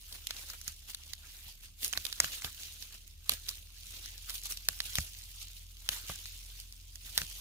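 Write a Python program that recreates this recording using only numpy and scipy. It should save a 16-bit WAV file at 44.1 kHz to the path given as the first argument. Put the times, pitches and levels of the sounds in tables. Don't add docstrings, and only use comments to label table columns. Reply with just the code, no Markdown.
import sys
import numpy as np
from scipy import signal
from scipy.fft import rfft, irfft, next_fast_len
from scipy.io import wavfile
from scipy.ndimage import uniform_filter1d, map_coordinates

SR = 44100
rng = np.random.default_rng(int(sys.argv[2]) if len(sys.argv) > 2 else 0)


def store_pcm(level_fs):
    pcm = np.round(np.clip(level_fs, -1, 1) * 32767).astype(np.int16)
    wavfile.write(sys.argv[1], SR, np.atleast_2d(pcm).T)


N = 326508

# [start_s, knock_db, ring_db, splinter_db,
# knock_hz, ring_hz, left_lag_ms, left_over_right_db]
SHOOT_SNAPS = [(2.2023, -25, -16, -23, 1820, 7000, 0.11, -2.5),
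               (3.2946, -35.5, -22, -23, 1184, 4290, 0.16, -3),
               (4.687, -30, -24.5, -24, 1730, 3670, 0.096, -0.5),
               (5.89, -32.5, -25.5, -29.5, 1800, 2980, 0.117, 0.5),
               (7.178, -29.5, -23, -24.5, 2000, 3680, 0.12, -5.5)]
# [start_s, ring_db, thickness_0_to_1, ring_hz,
# left_over_right_db]
STALK_CRACKS = [(0.126, -42.5, 0.2, 4160, 0), (0.2701, -33, 0.08, 3640, -6.5),
                (0.3077, -33, 0.75, 3420, -1.5), (0.5008, -38.5, 0.6, 5430, -1),
                (0.614, -40.5, 0.4, 6370, -7), (0.6789, -30.5, 0.41, 6560, -6), (0.947, -35, 0.34, 4000, 4),
                (1.1343, -35.5, 0.62, 3920, -10), (1.8311, -36.5, 0.67, 3400, -1),
                (1.846, -26, 0.1, 7000, -1), (1.8624, -39, 0.4, 6200, -8), (1.8798, -34, 0, 6950, -3),
                (1.9286, -30.5, 0.6, 6120, -9), (1.9348, -31.5, 0.81, 2750, -4.5),
                (1.975, -26, 0.78, 4930, -6), (2.0522, -30, 0.4, 3640, -28), (2.0663, -35.5, .3, 3770, 12),
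                (2.1267, -33, 0.56, 3760, -4), (2.2441, -31.5, .95, 3040, -0.5),
                (2.421, -39.5, 0.96, 6710, -1), (2.4459, -33, 0.82, 3750, -1.5),
                (2.8246, -41, 0.57, 4630, -18), (3.0775, -49, 0, 6900, -6), (3.319, -34, 0.1, 3100, -1),
                (3.3365, -38.5, 0.1, 3944, -3), (3.486, -35, 0.25, 3830, -2),
                (3.4904, -30.5, 0.43, 4760, -3.5), (4.0588, -39.5, 0.5, 5470, -5),
                (4.1793, -45, 0.2, 5250, 7), (4.2964, -37.5, 0.52, 4460, -3), (4.3805, -45, .05, 3570, 0),
                (4.4359, -43, .05, 5640, 2), (4.4569, -38, 0, 6900, 0), (4.5223, -34, 0.4, 6300, -2),
                (4.5727, -38, 0.35, 4260, -3), (4.8034, -28, 0.76, 3800, -1.5),
                (4.9549, -28, 0.23, 3650, 1.5), (4.9848, -28, 1, 6330, 0), (6.0942, -42, 0.78, 4100, 0),
                (6.2568, -41.5, .7, 4170, 2), (6.6003, -44.5, 0, 5060, -3), (6.7246, -47, 0.14, 4780, -4),
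                (6.9566, -40.5, 0.36, 6270, -7), (7.1857, -35, 1, 3780, 2), (7.2168, -35, 0.99, 2830, 0)]
# [start_s, strength_db over the crown modes, contact_cutoff_hz]
CROWN_BUMPS = [(0.679, -48.5, 119), (1.465, -48.5, 70), (1.976, -47, 900), (2.242, -43, 900),
               (2.448, -43, 500), (3.321, -48.5, 500), (4.985, -27, 130), (6.098, -41.5, 1295),
               (7.059, -48.5, 70), (7.217, -42.5, 600)]
# [time_s, firing_hz]
ENGINE_SPEED = [(0.0, 38.58), (0.65, 36.85), (2.43, 36.53), (3.0, 38.0), (3.42, 39.8), (4.12, 41.74),
                (5.26, 42.7), (5.5, 42.5), (6.11, 42.2), (7.05, 42.2)]
# [freq_hz, level_db]
STALK_SPECTRUM = [(100, -16), (220, -6), (450, -9.5), (1000, -8.5), (1500, -2), (2000, -2), (2600, -4.5),
                  (4000, -28)]
FROND_SPECTRUM = [(1200, -57), (2100, -10), (2800, -0.5), (3800, 0.5), (5200, -2), (6700, -2), (8000, -11),
                  (11000, -39)]
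PAPER_SPECTRUM = [(5000, -19), (7000, -10.5), (8200, -3), (9800, 0), (12500, -1), (15000, -0.5),
                  (15600, -5), (16000, -41)]
AIR_SPECTRUM = [(15, -24), (35, -7.5), (70, 7.5), (110, -3.5), (170, -11.5), (300, -21.5), (700, -36.5),
                (2000, -36), (15000, -40), (16500, -56)]
# [freq_hz, likeness_0_to_1]
RUSTLE_LIKENESS = [(200, 0.4), (1000, 0.51), (2500, 0.11), (6000, 0.039), (15000, 0.12)]
# [freq_hz, t60_s]
LITTER_DECAY = [(200, 0.24), (2000, 0.024), (12000, 0.014)]
# [mode_hz, level_db, t60_s]
CROWN_MODES = [(74.7, -2, 0.18), (106.6, -5.5, 0.13), (153, -1, 0.076), (240, -9, 0.061),
               (340, -20.5, 0.023), (580, -1.5, 0.029), (720, 4, 0.016), (900, -7, 0.011),
               (1180, 10, 0.018), (1640, 3.5, 0.027)]
# [time_s, rustle_db]
LIGHT_CONTACT = [(0, -58.5), (.5, -54.5), (.84, -60.5), (1, -56.5), (1.45, -68), (1.74, -66.5),
                 (1.9, -51.5), (2.65, -55), (3.18, -64), (3.42, -59.5), (3.68, -61.5), (3.85, -53.5),
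                 (4.22, -55), (5.3, -53.5), (5.7, -60.5), (6.15, -51), (6.82, -61.5), (7.4, -49)]
# [peak_s, length_s, rustle_db, scrape_over_rustle_db,
# fizz_over_rustle_db]
FROND_SWEEPS = [(0.143, 0.18, -53.5, -7.5, 1.5), (0.306, 0.028, -48.5, -4, -8), (0.394, .13, -48, -8, -2),
                (0.497, 0.065, -49.5, -9, -2), (0.543, 0.037, -52, 0, -1), (0.681, 0.062, -47, -8.5, -1),
                (0.899, 0.065, -48.5, -11, -2.5), (1.097, 0.083, -54, -7, -5), (1.255, 0.1, -58.5, -3, -8),
                (1.361, 0.36, -56, -10.5, 0.5), (1.479, 0.11, -52, -13, -3.5),
                (1.643, 0.067, -53, -11, -1.5), (1.847, 0.06, -39, -12, 3), (1.966, 0.12, -52, -1.5, 0.5),
                (2.07, 0.12, -53, -6, -1.5), (2.247, 0.12, -42, -5, -2.5), (2.344, .09, -43, -12, -2),
                (2.453, 0.058, -46.5, -5.5, 0.5), (2.619, 0.24, -49.5, -12.5, -2),
                (2.831, 0.092, -49, -11, -2.5), (2.942, 0.057, -51.5, -6.5, -3),
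                (3.313, 0.067, -39.5, -7.5, -2), (3.498, 0.17, -49, -12, -2),
                (3.944, 0.085, -50, -12.5, -2.5), (4.063, 0.17, -50, -13, -5), (4.3, 0.042, -43.5, -8.5, 0),
                (4.353, 0.05, -42.5, -16.5, 0.5), (4.457, 0.032, -37.5, -13, -5),
                (4.511, 0.045, -41.5, -10, 3), (4.723, 0.16, -51, -8, -2),
                (4.862, 0.096, -45.5, -9.5, -2.5), (4.979, 0.12, -42, -10, -1),
                (5.417, 0.079, -46.5, -18, -3), (5.574, 0.073, -54, -12.5, -1), (5.935, 0.13, -42, -7, -2),
                (6.102, 0.077, -47.5, -5, -2), (6.28, .1, -51, -15.5, -5), (6.592, .1, -55, -16, -2),
                (7.066, 0.097, -52, -11.5, 0.5), (7.184, 0.085, -41, -7.5, 1)]

# dB over the ring at (thinnest, thickest)
KNOCK_OVER_RING_DB = (-23.5, -1)
SPLINTER_OVER_RING_DB = (1, -9)
STALK_KNOCK_HZ, STALK_KNOCK_SPREAD = 1900, 0.14
STALK_LAG_MS = 0.12
SWEEP_RISE_SHARE, SWEEP_EDGE_DB, SWEEP_ROUNDNESS = 0.43, 10, 1.22
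CONTACT_SCRAPE_DB, CONTACT_FIZZ_DB = -15.5, -2.5
DIP_S, DIP_DB = 0.011, -10
RECOIL_S, RECOIL_DB, RECOIL_HZ = 0.00392, -49, 650
ENGINE_DB, ENGINE_DB_PER_HZ, SECOND_DB = -55, 0.9, -62
TOP_HZ = 16500


def shoots():
    return fractures(SHOOT_SNAPS, tear=0.38, tear_t60=0.012, scatter_db=-2.0, scatter_t60=0.005,
                     strain_db=-13, knock_width=0.19, ring_width=0.26, narrow_share=0.43,
                     body_db=-17.5, splinter_hz=7000, gain_db=1.5)


def cracks():
    return fractures(dry_stalks(), tear=0.85, tear_t60=0.0063, scatter_db=5.0, scatter_t60=0.015,
                     strain_db=-22, knock_width=0.16, ring_width=0.17, narrow_share=0.12,
                     body_db=-26, splinter_hz=6880, gain_db=0.4)


def dry_stalks():
    s, ring_db, thickness, ring_hz, pan_db = np.transpose(STALK_CRACKS)
    knock_db = ring_db + np.interp(thickness, [0, 1], KNOCK_OVER_RING_DB)
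    splinter_db = ring_db + np.interp(thickness, [0, 1], SPLINTER_OVER_RING_DB)
    knock_hz = STALK_KNOCK_HZ * np.exp(STALK_KNOCK_SPREAD * rng.uniform(-1.1, 1, len(s)))
    lag_ms = np.full(len(s), STALK_LAG_MS)
    return np.transpose([s, knock_db, ring_db, splinter_db, knock_hz, ring_hz, lag_ms, pan_db])


def fractures(rows, tear, tear_t60, scatter_db, scatter_t60, strain_db, knock_width, ring_width,
              narrow_share, body_db, splinter_hz, gain_db):
    out = np.zeros((2, N))
    lead = 128
    t = (np.arange(2048) - lead) / SR
    core = slice(lead - 35, lead + 141)
    swell = (t < 0) * amp(-60 * np.abs(t) / 0.006)
    parting = t == 0

    def after(t60):
        return (t > 0) * amp(-60 * np.abs(t) / t60)

    def norm(x):
        return x / np.linalg.norm(x)

    def resonate(x, hz, width):
        return band(x, hz / (1 + width), hz * (1 + width), order=1)

    for s, knock_db, ring_db, splinter_db, knock_hz, ring_hz, lag_ms, pan_db in rows:
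        torn, strain, left, right = rng.standard_normal((4, len(t)))
        tearing = tear * norm(torn ** 3 * after(tear_t60))
        straining = amp(strain_db) * norm(strain * swell)
        force = parting + tearing + straining
        scatter = amp(scatter_db) * np.array([norm(side * after(scatter_t60)) for side in (left, right)])
        pair = force + scatter

        long_waves = force + 0.044 * scatter
        body = resonate(long_waves, 0.46 * knock_hz, 0.12)
        knock = resonate(long_waves, knock_hz, knock_width) + amp(body_db) * body
        narrow = narrow_share * resonate(pair, 6970, 0.048)
        ring = band(resonate(pair, ring_hz, ring_width) - narrow + 0.22 * force, 1930, 9000)
        splinter = band(pair + 0.22 * parting, splinter_hz, 13200, order=3)

        click = 0
        for db, part in [(knock_db, knock), (ring_db, ring), (splinter_db, splinter)]:
            click = click + amp(db + gain_db) * part / np.sqrt(np.mean(part[:, core] ** 2))
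        add(out, s - lead / SR, placed(click, lag_ms, pan_db))
    return out


def rustle():
    rustle_db, scrape_db, fizz_db = handling()
    catching_db = 0.59 * wobble(30) + 1.17 * wobble(140)
    stalks = crackle(STALK_SPECTRUM, rate=600, spread_db=4, rub=0.8, patchy_db=4, lag_ms=0.12, pan_db=-1.0)
    fronds = crackle(FROND_SPECTRUM, rate=800, spread_db=4, rub=1.55, patchy_db=2, lag_ms=0.14, pan_db=-1.5)
    paper = crackle(PAPER_SPECTRUM, rate=700, spread_db=3.5, rub=1.04, patchy_db=2.5,
                    lag_ms=0.138, pan_db=-1.6)
    ticks = amp(-7.5) * twigs(rate=60, spread_db=16, t60=0.0083)
    ticks = ticks + amp(-8) * fibres(rate=130, spread_db=19, lo_hz=2900, hi_hz=12400)
    scrape = amp(scrape_db) * stalks
    leaflets = amp(rustle_db) * (amp(0.52) * fronds + ticks)
    fizz = amp(fizz_db) * amp(1.0) * paper
    return amp(catching_db) * (scrape + leaflets + fizz)


def handling():
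    t = np.arange(0, N, 64) / SR

    def layers(db, scrape_db, fizz_db):
        return amp(db + np.array([[0], [scrape_db], [fizz_db]])) ** 2

    contact_db = np.interp(t, *np.transpose(LIGHT_CONTACT))
    power = layers(contact_db, CONTACT_SCRAPE_DB, CONTACT_FIZZ_DB)
    for s, length, db, scrape_db, fizz_db in FROND_SWEEPS:
        away = np.maximum((s - t) / SWEEP_RISE_SHARE, (t - s) / (1 - SWEEP_RISE_SHARE)) / length
        power = power + layers(db - SWEEP_EDGE_DB * away ** SWEEP_ROUNDNESS, scrape_db, fizz_db)
    dips = sum((t < snap[0]) * np.exp(-np.abs(t - snap[0]) / DIP_S) for snap in SHOOT_SNAPS)
    levels_db = 10 * np.log10(power) + DIP_DB * dips
    return curves(np.transpose([t, *levels_db]))


def crackle(spectrum, rate, spread_db, rub, patchy_db, lag_ms, pan_db):
    size_db = spread_db * np.minimum(rng.standard_exponential(N), 3)
    slips = (rng.random(N) < rate / SR) * amp(size_db)
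    power = signal.lfilter([1], [1, -np.exp(-1 / (0.0014 * SR))], slips ** 2)
    envelope = np.sqrt(power / power.mean() + rub)
    pair = patchy(rng.standard_normal((2, N)), patchy_db) * envelope

    def mid_side(hz):
        turn = np.arccos(np.clip(along(RUSTLE_LIKENESS, hz), -1, 1)) / 2
        return amp(along(spectrum, hz)) * np.array([np.cos(turn), np.sin(turn)])

    mid, side = filtered(pair, mid_side)
    return unit(placed(np.array([mid + side, mid - side]), lag_ms, pan_db))


def patchy(x, depth_db):
    z = signal.stft(x, nperseg=512)[2]
    field = uniform_filter1d(rng.standard_normal(z.shape[1:]), size=7, axis=0)
    field = uniform_filter1d(field, size=5, axis=1)
    return signal.istft(z * amp(depth_db * unit(field)), nperseg=512)[1][:, :N]


def twigs(rate, spread_db, t60):
    out = np.zeros((2, N))
    t = np.arange(SR // 50) / SR
    for when, size, pitch in rng.random((int(rate * N / SR), 3)):
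        hz = 2800 * 3.5 ** pitch
        burst = rng.standard_normal(len(t)) + 0.96 * rng.standard_normal((2, len(t)))
        tick = unit(band(burst * amp(-60 * t / t60), hz / 1.44, hz * 1.6))
        add(out, when * N / SR, amp(spread_db * size ** 2) * tick)
    return unit(placed(out, lag_ms=0.15, pan_db=-1.5))


def fibres(rate, spread_db, lo_hz, hi_hz):
    sizes = amp(spread_db * rng.random(N) ** 2)
    pulses = (rng.random(N) < rate / SR) * rng.choice([-1, 1], N) * sizes
    pair = pulses * amp(2 * rng.standard_normal((2, N)))
    return unit(placed(band(pair, lo_hz, hi_hz), lag_ms=0.13, pan_db=-4.5))


def bumps():
    out = np.zeros(N)
    t = np.arange(SR // 4) / SR
    hz, mode_db, t60 = np.transpose(CROWN_MODES)[:, :, None]
    recoils = [(snap[0] + RECOIL_S, RECOIL_DB, RECOIL_HZ) for snap in SHOOT_SNAPS]
    for s, db, contact_hz in list(CROWN_BUMPS) + recoils:
        detune, strength_db = rng.standard_normal((2, len(CROWN_MODES), 1))
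        decay = amp(mode_db + strength_db - 60 * t / t60)
        modes = np.sin(2 * np.pi * hz * (1 + 0.05 * detune) * t) * decay
        softened = modes / np.hypot(1, hz / contact_hz)
        add(out, s, amp(db) * np.sum(softened, axis=0))
    return out


def undergrowth(x):
    hz, t, z = signal.stft(rng.standard_normal((2, SR // 6)), SR, nperseg=128)
    decay = amp(-60 * t / along(LITTER_DECAY, hz)[:, None])
    tail = signal.istft(z * decay, SR, nperseg=128)[1]
    return signal.fftconvolve(x, tail / np.linalg.norm(tail[0]), axes=1)[:, :N]


def engine():
    firing_hz, = curves(ENGINE_SPEED)
    phase = 2 * np.pi * np.cumsum(firing_hz * (1 + 0.004 * wobble(5))) / SR
    speed_db = ENGINE_DB_PER_HZ * (firing_hz - firing_hz.mean())
    first = amp(ENGINE_DB + speed_db + 1.4 * wobble(3.88)) * np.sin(phase)
    second = amp(SECOND_DB + 0.88 * wobble(4.0)) * np.sin(2 * phase)
    return np.sqrt(2) * (first + second)


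def air():
    pair = rng.standard_normal(N) + 0.59 * rng.standard_normal((2, N))
    return amp(-62.5) * unit(filtered(pair, lambda hz: amp(along(AIR_SPECTRUM, hz))))


def amp(db):
    return 10 ** (np.asarray(db) / 20)


def unit(x):
    return x / np.sqrt(np.mean(x ** 2) + 1e-20)


def along(points, hz):
    f, v = np.transpose(points)
    return np.interp(np.log(hz + 1), np.log(f + 1), v)


def curves(rows):
    s, *cols = np.transpose(rows)
    return [np.interp(np.arange(N) / SR, s, c) for c in cols]


def wobble(rate):
    knots = rng.standard_normal(int(N * rate / SR) + 4)
    return map_coordinates(knots, [np.arange(N) * rate / SR])


def filtered(x, response):
    n = x.shape[-1]
    m = next_fast_len(n + 4096)
    return irfft(rfft(x, m) * response(np.fft.rfftfreq(m, 1 / SR)), m)[..., :n]


def band(x, lo_hz, hi_hz, order=2):
    sos = signal.butter(order, [lo_hz, min(hi_hz, SR / 2 - 1)], "band", fs=SR, output="sos")
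    return signal.sosfilt(sos, x)


def placed(pair, lag_ms, pan_db):
    sides = np.array([[0.5], [-0.5]])
    gains = unit(amp(sides * pan_db))
    return filtered(pair, lambda hz: gains * np.exp(-2j * np.pi * hz * sides * lag_ms / 1000))


def add(track, s, sound):
    i = max(round(s * SR), 0)
    track[..., i:i + sound.shape[-1]] += sound[..., :N - i]


def scene():
    breaks = shoots() + cracks()
    return breaks + amp(-19.0) * undergrowth(breaks) + rustle() + bumps() + engine() + air()


def record(dry):
    thinned = signal.sosfilt(signal.butter(3, 30, "high", fs=SR, output="sos"), dry)
    rounded = thinned / (1 + np.abs(thinned / 0.9) ** 6) ** (1 / 6)
    return filtered(rounded, lambda hz: 1 / (1 + (hz / TOP_HZ) ** 120))


dry = scene()
out = record(dry)
store_pcm(out)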